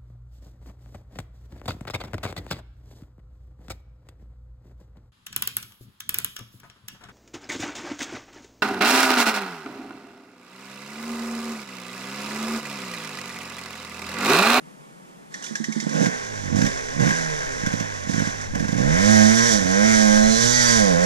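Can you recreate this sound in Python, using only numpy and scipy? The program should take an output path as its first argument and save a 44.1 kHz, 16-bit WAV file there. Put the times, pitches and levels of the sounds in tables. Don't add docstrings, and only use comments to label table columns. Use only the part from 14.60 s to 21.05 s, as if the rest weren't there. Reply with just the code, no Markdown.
import sys
import numpy as np
from scipy import signal
from scipy.fft import rfft, irfft, next_fast_len
from scipy.io import wavfile
from scipy.ndimage import uniform_filter1d, map_coordinates

SR = 44100
rng = np.random.default_rng(int(sys.argv[2]) if len(sys.argv) > 2 else 0)


def transcribe(u):
    v = np.clip(np.atleast_2d(u).T, -1, 1)
    q = np.round(v * 32767).astype(np.int16)
    wavfile.write(sys.argv[1], SR, q)


N = 284445

# time in seconds, level in dB, level of its crack in dB.
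BANGS = [(1.266, -11.5, -43), (1.312, -19, -48), (1.331, -23, -38), (1.369, -19, -35), (1.394, -21, -38),
         (1.412, -18, -32.5), (1.427, -10.5, -37), (1.446, -19, -32), (1.466, -10, -24), (1.483, -15, -47),
         (1.924, -15, -59), (1.947, -18, -41), (1.966, -11, -31), (1.987, -9, -31), (2.007, -14, -45),
         (2.022, -8.5, -24.5), (2.04, -10, -35), (2.056, -14.5, -30), (2.07, -15, -27), (2.363, -20, -55),
         (2.379, -19, -50), (2.404, -12.5, -30), (2.421, -13, -32), (2.435, -15, -33), (2.452, -16, -35),
         (2.465, -9.5, -32), (2.478, -12, -27), (2.498, -20, -24.5), (2.513, -15, -24), (3.034, -18, -39),
         (3.069, -12, -26.5), (3.136, -13, -31), (3.207, -16, -26.5), (3.471, -22.5, -38),
         (3.494, -12.5, -31), (3.516, -21, -39), (3.542, -14, -27.5), (3.561, -22, -38), (3.579, -12, -35),
         (3.6, -13, -26), (3.619, -13, -42), (3.672, -15.5, -35), (3.934, -23, -49), (3.957, -16, -27.5),
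         (3.978, -19, -60), (4.003, -14, -31.5), (4.05, -17.5, -32), (4.089, -15, -31), (4.127, -11.5, -32),
         (4.149, -15, -35), (4.182, -13.5, -31.5), (4.201, -11, -39)]
# frequency in Hz, level in dB.
BOOM = [(40, -39.5), (90, -9.5), (150, -0.5), (215, -1), (270, -4.5), (330, -10.5), (390, -19), (600, -59),
        (4000, -110)]
# frequency in Hz, level in dB.
BARK = [(330, -61.5), (410, -16), (480, 5), (540, 4), (600, -2.5), (650, -0.5), (740, -7.5), (830, -7.5),
        (930, -24), (1080, -11), (1160, -22), (1250, -33), (1600, -20.5), (1900, -39), (2500, -36),
        (3500, -81), (9000, -110)]
# frequency in Hz, level in dB.
RATTLE = [(100, -11), (250, -7), (390, -8), (550, 0.5), (760, -2), (920, -4.5), (1080, -2), (1260, -12.5),
          (1450, -4), (1600, -2.5), (1900, -3), (2200, -9.5), (2500, -13), (3000, -19.5), (3600, -20),
          (4500, -55.5)]
# frequency in Hz, level in dB.
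FINS = [(2300, -34), (2700, -24), (3100, -16), (3700, -12), (4400, -14.5), (5200, -7), (6000, -2.5),
        (6600, -6), (7300, -9.5), (8000, -15.5), (10000, -22), (12000, -33.5), (14500, -42.5)]
# frequency in Hz, level in dB.
WOODS = [(15, -36), (108, -46), (135, -1), (170, -1), (400, -3), (900, -5), (2000, -14.5), (4300, -26),
         (6500, -22), (9500, -25), (12000, -31), (14800, -38)]


def amp(db):
    return 10 ** (np.asarray(db) / 20)


def unit(x):
    return x / np.sqrt(np.mean(x ** 2, axis=-1, keepdims=True) + 1e-20)


def along(points, hz):
    f, v = np.transpose(points)
    return np.interp(np.log(hz + 1), np.log(f + 1), v)


def curves(rows):
    s, *cols = np.transpose(rows)
    t = np.arange(N) / SR
    gate = np.clip(np.minimum(t - s[0], s[-1] + .03 - t) / .03, 0, 1)
    return [np.interp(t, s, c) for c in cols] + [gate]


def wobble(rate):
    coarse = np.arange(0, N + 64, 64)
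    knots = rng.standard_normal(int(N * rate / SR) + 4)
    return np.interp(np.arange(N), coarse, map_coordinates(knots, [coarse * rate / SR]))


def filtered(x, response):
    m = next_fast_len(N + SR // 2)
    return irfft(rfft(x, m) * response(np.fft.rfftfreq(m, 1 / SR)), m)[..., :N]


def noise(spectrum):
    return unit(filtered(rng.standard_normal(N), lambda hz: amp(along(spectrum, hz))))


def pulse(spectrum, spread=0, size=4096):
    hz = np.fft.rfftfreq(size, 1 / SR)
    cepstrum = irfft(np.log(amp(along(spectrum, hz))), size)
    cepstrum[1:size // 2] *= 2
    cepstrum[size // 2 + 1:] = 0
    bands = np.arange(0, SR, 120)
    late = spread * np.interp(hz, bands, rng.random(len(bands)))
    p = irfft(np.exp(rfft(cepstrum) - 2j * np.pi * np.cumsum(late) * hz[1]), size)[:size // 2]
    return p / abs(p).max()


def strikes(times, gains, shape):
    train = np.bincount(np.round(times * SR).astype(int), gains, N)[:N]
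    return signal.fftconvolve(train, shape)[:N]


def level(x, seconds):
    return np.sqrt(abs(uniform_filter1d(x ** 2, int(seconds * SR))) + 1e-12)


def metal(spectrum):
    return amp(1.15 * wobble(28)) * noise(spectrum)


def decay(t60, attack=0):
    t = np.arange(1, SR // 2 + 1) / SR
    return amp(-60 * t / t60) * (1 - np.exp(-t / (attack + 1e-6)))


def forest_air():
    return amp(-48.0) * amp(1.4 * wobble(12.4)) * noise(WOODS)


def starter_whirr():
    # time in seconds, level in dB.
    whirr_levels = [(0.7, -47), (0.788, -43), (0.908, -43.5), (1.024, -44), (1.24, -37.5), (1.35, -52)]
    # frequency in Hz, level in dB.
    gear_colour = [(300, 0.5), (900, -0.5), (1300, -6.5), (1900, 3), (2300, -12), (2800, -26), (3400, -10),
                   (4500, -10), (6000, -10), (8000, -10), (11000, -32), (14500, -49)]
    whirr_db, turning = curves(whirr_levels)
    return turning * amp(whirr_db + 3.5) * metal(gear_colour)


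def cold_pipe():
    # time in seconds, level in dB.
    puffs = [(0.91, -30), (1.002, -24.5), (1.085, -22.5), (1.164, -21), (1.227, -28.5)]
    # frequency in Hz, level in dB, time to fall 60 dB in seconds.
    pipe_tones = [(224.6, 1, 0.13), (305, -6, 0.076), (166, -11, 0.13)]
    t = np.arange(SR // 2) / SR
    ring = sum(amp(db) * decay(t60, attack=0.0013) * np.sin(2 * np.pi * hz * t)
               for hz, db, t60 in pipe_tones)
    ring *= np.clip((.05 - t) / 0.02, 0, 1)
    s, db = np.transpose(puffs)
    return strikes(s, amp(db + 9.5), ring)


def gear_knocks():
    # time in seconds, level of the tone in dB, its pitch in Hz, level of the fins in dB.
    clacks = [(0.741, -28, 1820, -30), (0.7944, -43, 1980, -51), (0.824, -36, 1710, -34.5),
              (0.835, -38, 2970, -43), (0.841, -33, 1460, -32), (0.863, -37, 3490, -41),
              (0.865, -39, 2400, -48), (0.884, -41, 3600, -55), (0.9537, -20.5, 1660, -25.5),
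              (1.0407, -24.5, 1880, -27), (1.1231, -30, 2130, -27), (1.2003, -30, 2110, -27),
              (1.2928, -36, 1600, -27.5)]
    ping_hz = 5860
    t = np.arange(SR // 2) / SR
    tones = np.zeros(N + SR)
    for s, db, hz, _ in clacks:
        waver = 2.0 * np.cumsum(rng.standard_normal(len(t))) / np.sqrt(SR * 0.0094)
        tone = decay(0.04, attack=0.0018) * np.sin(2 * np.pi * hz * t + waver)
        tones[round(s * SR):][:len(t)] += amp(db + 8.5) * tone
    s, *_, fins_db = np.transpose(clacks)
    burst = decay(0.33, attack=0.00065) * 0.44 + decay(0.025, attack=0.00074)
    ping = decay(0.045, attack=0.0022) * np.sin(2 * np.pi * ping_hz * t)
    return tones[:N] + strikes(s, amp(fins_db), burst) * metal(FINS) + strikes(s, amp(fins_db + 2), ping)


def trees(x):
    # frequency in Hz, time to fall 60 dB in seconds.
    echo_times = [(150, 0.24), (2000, 0.47), (10000, 0.31)]
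    hz, t, z = signal.stft(rng.standard_normal((2, SR // 2)), SR, nperseg=256)
    tail = signal.istft(z * amp(-60 * t / along(echo_times, hz)[:, None]), SR, nperseg=256)[1]
    late = np.pad(x, (700, 0))[None]
    return signal.fftconvolve(late, tail / np.linalg.norm(tail[0]), axes=1)[:, :N]


def throttle():
    # opens in seconds, full in seconds,
    # shuts in seconds, load 0-1, unevenness of burning 0-1.
    twists = [(1.195, 1.426, 1.451, 0.99, 0.56), (1.784, 1.955, 1.982, 0.86, 0.51),
              (2.342, 2.416, 2.45, 1, 0.43), (2.97, 3.01, 3.23, 0.26, 0.1), (3.454, 3.54, 3.69, 0.24, 0.3),
              (3.886, 3.95, 4.04, 0.59, 0.4), (4.097, 4.198, 6.4, 0.86, 0.2)]
    # starts in seconds,
    # rise in seconds, eases in seconds, dying time in seconds, strength.
    clatter_bursts = [(1.29, .1, 1.47, .05, .8), (1.955, .004, 2.075, .07, .8), (2.396, .003, 2.53, .3, .7),
                      (3.06, .003, 3.23, .05, .2), (3.487, .004, 3.68, .04, .55),
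                      (3.82, .09, 3.947, .002, -.65), (4.175, .004, 4.3, .1, .4)]
    shut_s = 0.029
    t = np.arange(N) / SR
    opens, full, shuts, load, uneven = np.transpose(twists)[..., None]
    held = np.clip(np.minimum((t - opens) / (full - opens), 1 + (shuts - t) / shut_s), 0, 1)
    starts, rise, eases, dies, strength = np.transpose(clatter_bursts)[..., None]
    fading = np.exp(-np.clip(t - eases, 0, None) / dies)
    clatter = strength * np.clip((t - starts) / rise, 0, 1) * fading
    return (load * held).max(axis=0), (uneven * np.sqrt(held)).max(axis=0), clatter.sum(axis=0)


def controls(speed):
    # time in seconds, first order in dB, second order in dB, boom in dB.
    climb_tones = [(4.2, -42, -33, -20), (4.32, -44, -31.5, -22), (4.37, -34, -29.5, -26.5),
                   (4.5, -27, -19.5, -24), (4.75, -28.5, -21, -21.5), (4.87, -34, -24, -23),
                   (4.94, -43, -30, -22.5), (5.04, -31.5, -49, -22.5), (5.12, -38, -28, -25),
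                   (5.3, -34, -21.5, -25), (5.55, -38.5, -24, -25), (5.73, -49, -19, -33),
                   (5.79, -34, -27, -31), (5.86, -27.5, -28, -19), (5.99, -34.5, -28, -38),
                   (6.16, -31.5, -23, -33), (6.26, -36.5, -27, -23.5), (6.36, -36.5, -28.5, -23.5),
                   (6.45, -44, -23, -39)]
    # time in seconds, bark in dB, rattle in dB, fins in dB.
    climb_layers = [(4.2, -31, -33.5, -38.5), (4.38, -32, -26.5, -31), (4.51, -27, -26, -24.5),
                    (4.75, -29.5, -26.5, -25.5), (4.93, -27.5, -29, -23), (5.01, -34, -31.5, -32.5),
                    (5.17, -26.5, -29, -30.5), (5.35, -29.5, -27, -25), (5.62, -25.5, -29.5, -29),
                    (5.75, -26.5, -28, -25), (5.88, -29.5, -29, -23), (6.02, -36, -27.5, -23),
                    (6.12, -30.5, -26, -21.5), (6.26, -24, -29.5, -28), (6.38, -25.5, -28.5, -34.5),
                    (6.45, -23, -27.5, -28.5)]
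    # frequency in Hz, level in dB.
    coast_drone = [(70, -66), (92, -41.5), (105, -41), (124, -53.5), (138, -63), (152, -38), (170, -40)]
    # time in seconds, added unevenness 0-1.
    stumbles = [(5.03, 0.27), (5.82, 0.11)]
    stumble_s = 0.048
    climb_s, climb_fade_s = 4.19, .05
    first_idle_db, drone_loaded_db = -69, -29.5
    uneven_coast, steady_turns, clears_turns = .05, 86, 30
    t = np.arange(N) / SR
    load, rough, clatter = throttle()
    climbing = np.clip((t - climb_s) / climb_fade_s + .5, 0, 1)

    def law(idle_db, octave_db, share_db, share):
        return idle_db + octave_db * np.log2(speed / 60) + share_db * share

    def then(before, climb):
        return before + climbing * (climb - before)

    first_db, second_db, boom_db, _ = curves(climb_tones)
    bark_db, rattle_db, fins_db, _ = curves(climb_layers)
    drone_db = along(coast_drone, 2 * speed)
    uneven = uneven_coast * (1 - climbing) + rough * np.clip((steady_turns - speed) / clears_turns, 0, 1)
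    uneven += sum(depth * np.exp(-((t - s) / stumble_s) ** 2) for s, depth in stumbles)
    return (then(law(-44, 2.9, 31.2, load), boom_db),
            then(law(-48, 10.7, 15.4, load), bark_db),
            then(law(-36, 7.8, 4.4, clatter), rattle_db),
            then(law(-41, 4.9, 7.6, clatter), fins_db),
            then(first_idle_db, first_db),
            then(drone_db + (drone_loaded_db - drone_db) * load, second_db),
            np.clip(uneven, 0, 1))


def crank(speed):
    catch_up_s = .04
    turns, s = np.cumsum(speed) / SR, np.transpose(BANGS)[0]
    slip = np.unwrap(turns[np.round(s * SR).astype(int)] % 1, period=1)
    knots = np.ravel([np.maximum(s[:-1], s[1:] - catch_up_s), s[1:]], order="F")
    slips = np.ravel([slip[:-1], slip[1:]], order="F")
    return turns - np.interp(np.arange(N) / SR, knots, slips)


def coasting(speed, turns):
    # frequency in Hz, level in dB.
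    pipe_gain = [(130, -49), (180, -47), (250, -33), (300, -63), (345, -53), (400, -35), (460, -33.5),
                 (520, -51), (590, -49), (680, -54)]
    # multiple of the turn rate, level in dB.
    orders = [(3, 0), (4, -7), (5, -5), (6, 0), (7, -2), (8, -5)]
    shut = (1 - np.clip(3 * throttle()[0], 0, 1)) ** 2
    tones = np.zeros(N)
    for k, db in orders:
        gain = amp(along(pipe_gain, k * speed) + db + 2 * wobble(6))
        tones += gain * np.sin(2 * np.pi * k * turns + k * k)
    return shut * tones


def drifting(times, gains, spectrum):
    out = np.zeros(N)
    for _ in range(4):
        shape = pulse(spectrum, spread=.009)
        out += amp(3 * wobble(7)) * strikes(times, gains, shape / np.linalg.norm(shape))
    return out / 2.4


def ringing(drive, modes, turned_db, facing_s):
    out, t = np.zeros(N), np.arange(N) / SR
    for hz, width, db, loudest in modes:
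        r = np.exp(-np.pi * width / SR)
        ring = signal.lfilter([1, 0, -1], [1, -2 * r * np.cos(2 * np.pi * hz / SR), r * r], drive)
        facing_db = turned_db * (1 - np.exp(-((t - loudest) / facing_s) ** 2))
        out += amp(db + 4.5 + facing_db + 2.4 * wobble(16)) * np.sqrt(1 - r) * ring
    return out


def exhaust(speed, turns, times, size, edge, levels):
    boom_db, bark_db, _, _, first_db, second_db, uneven = levels
    per_turn = np.sqrt(SR / speed)
    gap = abs(times[:, None] - np.transpose(BANGS)[0]).min(axis=1) * speed[np.round(times * SR).astype(int)]
    ordinary = gap > .5
    low, high = pulse(BOOM), pulse(BARK, spread=0.01203)
    boom = per_turn * strikes(times, ordinary * amp(5 * size), low / np.linalg.norm(low))
    boom += 1.2 * uneven * noise(BOOM)
    bark = per_turn * strikes(times, amp(5 * size + 6 * edge), high / np.linalg.norm(high))
    bark += 3 * uneven ** 2 * noise(BARK)
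    first = amp(first_db + 11) * np.sin(2 * np.pi * turns + 0.2 * wobble(12))
    second = amp(second_db + 9) * np.sin(2 * 2 * np.pi * turns + 0.77 + 0.15 * wobble(10))
    return amp(boom_db + 2.0) * boom + first + second + amp(bark_db + 6.5) * bark + coasting(speed, turns)


def castings(speed, turns, times, edge, levels):
    # frequency in Hz, level in dB.
    spray_colour = [(5000, -40), (7500, -2), (9000, 6.5), (11000, -8.5), (13000, -10), (15000, -40)]
    # frequency in Hz, width in Hz, level in dB, loudest in seconds.
    case_modes = [(1602, 52, -2, 2.5), (1584, 44, -3, 5.2), (1611, 48, -5, 5.55), (1630, 38, -1.5, 6.38),
                  (1790, 51, 0, 4.9), (1943, 30, -3, 5.98), (2110, 50, -3.5, 5.3)]
    # frequency in Hz, width in Hz, level in dB, loudest in seconds.
    fin_modes = [(3590, 26, -10, 6.2), (3750, 46, -11, 5.93), (4125, 32, -3, 5.72), (4706, 34, 0, 6.05),
                 (5260, 43, -5, 6.05), (5686, 40, 1, 5.84), (6030, 39, 7, 5.36), (6200, 32, 2, 5.58),
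                 (6380, 36, 7, 5.8), (7027, 35, -3, 6.0), (5700, 36, 5, 4.95), (6050, 42, 0, 6.08)]
    knocks_from, knocks_full = 40, 100
    scatter_s, scatter_db = 2e-5, 1.2
    _, _, rattle_db, fins_db, _, _, uneven = levels
    per_turn = np.sqrt(SR / speed)

    def beat(depth):
        return unit(1 + depth * np.exp(-3.5 * (turns % 1)))

    steady = np.clip(1 - 2.5 * uneven, 0, 1) * np.interp(speed, [knocks_from, knocks_full], [0, 1])
    shift, weight = rng.standard_normal((len(times), 2)).T
    knocks = per_turn * drifting(times + scatter_s * shift, amp(3.6 * edge + scatter_db * weight), RATTLE)
    rattle = (1 - .55 * steady) * beat(.5) * metal(RATTLE) + 1.1 * steady * knocks
    rasp = per_turn * drifting(times, amp(3 * edge), FINS)
    fins = (1 - .35 * steady) * beat(.22) * metal(FINS) + .65 * steady * rasp
    fins += amp(-21) * steady * beat(1.5) * amp(3.8 * wobble(60)) * noise(spray_colour)
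    slap = per_turn * strikes(times, amp(3.9 * edge), [1])
    slap += (0.36 + 1.0 * (1 - steady)) * rng.standard_normal(N)
    slap = filtered(slap, lambda hz: 1 / (1 + 1j * hz / 8500) ** 4)
    slap *= (speed / 110) ** 1.22
    case_ring = ringing(amp(rattle_db - 4.5) * slap, case_modes, turned_db=-10, facing_s=0.097)
    fin_ring = ringing(amp(fins_db - 6.0) * slap, fin_modes, turned_db=-9.5, facing_s=0.24)
    return amp(rattle_db + 4.0) * rattle + amp(fins_db + 5.0) * fins + case_ring + fin_ring


def engine():
    # time in seconds, turns per second.
    shaft = [(1.25, 34.2), (1.45, 61.5), (1.54, 62.5), (1.9, 45.7), (2.0, 52.2), (2.06, 64.2), (2.12, 68.1),
             (2.35, 57.7), (2.55, 84.1), (2.77, 74.4), (3.13, 56.1), (3.31, 51.8), (3.41, 46.2),
             (3.48, 46.4), (3.63, 56.2), (3.71, 57.0), (3.81, 49.5), (3.92, 44.7), (4.13, 52.9),
             (4.2, 60.1), (4.32, 80.1), (4.41, 98.2), (4.49, 107.4), (4.54, 109.3), (4.62, 106.3),
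             (4.87, 118.2), (4.94, 106.1), (5.05, 90.3), (5.12, 95.1), (5.25, 109.4), (5.3, 110.4),
             (5.49, 105.3), (5.61, 107.1), (5.86, 118.4), (5.99, 121.7), (6.16, 113.4), (6.26, 96.9),
             (6.35, 84.1), (6.45, 91.6)]
    speed, running = curves(shaft)
    levels = controls(speed)
    uneven = levels[-1]
    turns = crank(speed)
    at = np.flatnonzero(np.diff(np.floor(turns)))
    late, size, edge = uneven[at] * rng.standard_normal((len(at), 3)).T
    times = np.clip(at / SR + .0002 * late, 0, None)
    pipe = exhaust(speed, turns, times, size, edge, levels)
    return running * (pipe + castings(speed, turns, times, edge, levels))


def wind():
    # time in seconds, level in dB.
    gusts = [(1.25, -69), (1.6, -52), (2.05, -39), (2.3, -46), (2.9, -41.5), (3.4, -49), (3.78, -43),
             (4.35, -34), (4.6, -44), (5.03, -39), (5.45, -42), (5.67, -36), (6.05, -45), (6.2, -41),
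             (6.45, -41)]
    db, blowing = curves(gusts)
    low = [(8, 2.5), (20, -1.5), (50, -2.5), (100, -10.5), (200, -14.0), (400, -91)]  # Hz, dB
    buffets = [amp(3.1 * wobble(7)) * noise(low), amp(3.1 * wobble(9)) * noise(low)]
    return blowing * amp(db + [[4], [-1.5]]) * buffets


def bangs():
    # time in seconds, level in dB.
    tick_rows = [(2.788, -30), (3.435, -30), (3.812, -28)]
    # frequency in Hz, level in dB.
    case_colour = [(1400, -40), (1550, -8), (1600, 0), (1660, -8), (1850, -40)]
    echo_s, echo_db = .0105, -6
    crack_lead_s = .008
    s, db, crack_db = np.transpose(BANGS)
    thump = strikes(s, amp(db + 4), pulse(BOOM))
    thump += strikes(s + echo_s, amp(db - 1.5 + echo_db), pulse(BOOM))
    thump += strikes(s, amp(db - 8.5), pulse(BARK, spread=0.00582))
    tick_s, tick_db = np.transpose(tick_rows)
    ticks = strikes(tick_s, amp(tick_db), decay(0.044, attack=0.00091)) * metal(FINS)
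    crack = strikes(s - crack_lead_s, amp(crack_db + 1.0), decay(0.075, attack=0.0018))
    crack *= metal(FINS) + 1.6 * metal(RATTLE) + .9 * metal(case_colour)
    return thump + ticks + crack


def left_port(x):
    # frequency in Hz, level in dB.
    muffle = [(60, -11), (76, -24), (97, -39), (120, -37), (160, -18), (200, -21), (250, -15), (320, -9.5),
              (400, -8), (510, -8), (650, -2.5), (820, -4.5), (1050, 0.5), (1330, -1), (1680, 0),
              (2140, 0.5), (2710, -1), (3440, 0.5), (4700, -13)]

    def port(hz):
        return -amp(along(muffle, hz)) * np.exp(-2j * np.pi * hz * 80e-6) / (1 + (hz / 4800) ** 60)

    return filtered(x, port)


def scene():
    bike = starter_whirr() + cold_pipe() + gear_knocks() + engine() + bangs()
    air = bike + amp(-15.0) * trees(bike) + forest_air()
    return np.array([left_port(air[0]), air[1]]) + wind()


def record(dry):
    # frequency in Hz, level in dB.
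    left_hiss = [(15, -22), (60, -23), (108, -32), (135, -5), (170, 1), (300, -11), (600, -17.5),
                 (1500, -40), (4500, -32), (9500, -32.5), (14800, -47)]
    filter_off_s, filter_fade_s, top_hz = 1.3, .3, 14960
    bass = filtered(dry, lambda hz: 1 / (1 + (hz / 135) ** 16))
    bass_cut = 1 - np.clip((np.arange(N) / SR - filter_off_s) / filter_fade_s, 0, 1) ** 2
    gain = (1 + (level(dry[1], 0.14) / 0.11) ** 2) ** -.4
    own_noise = gain * amp([[-47], [-57]]) * [noise(left_hiss), noise(WOODS)]
    x = dry - bass_cut * bass + own_noise
    x = x / (1 + abs(x / .92) ** 6) ** (1 / 6)
    return filtered(x, lambda hz: hz < top_hz)


dry = scene()
out = record(dry)
transcribe(out)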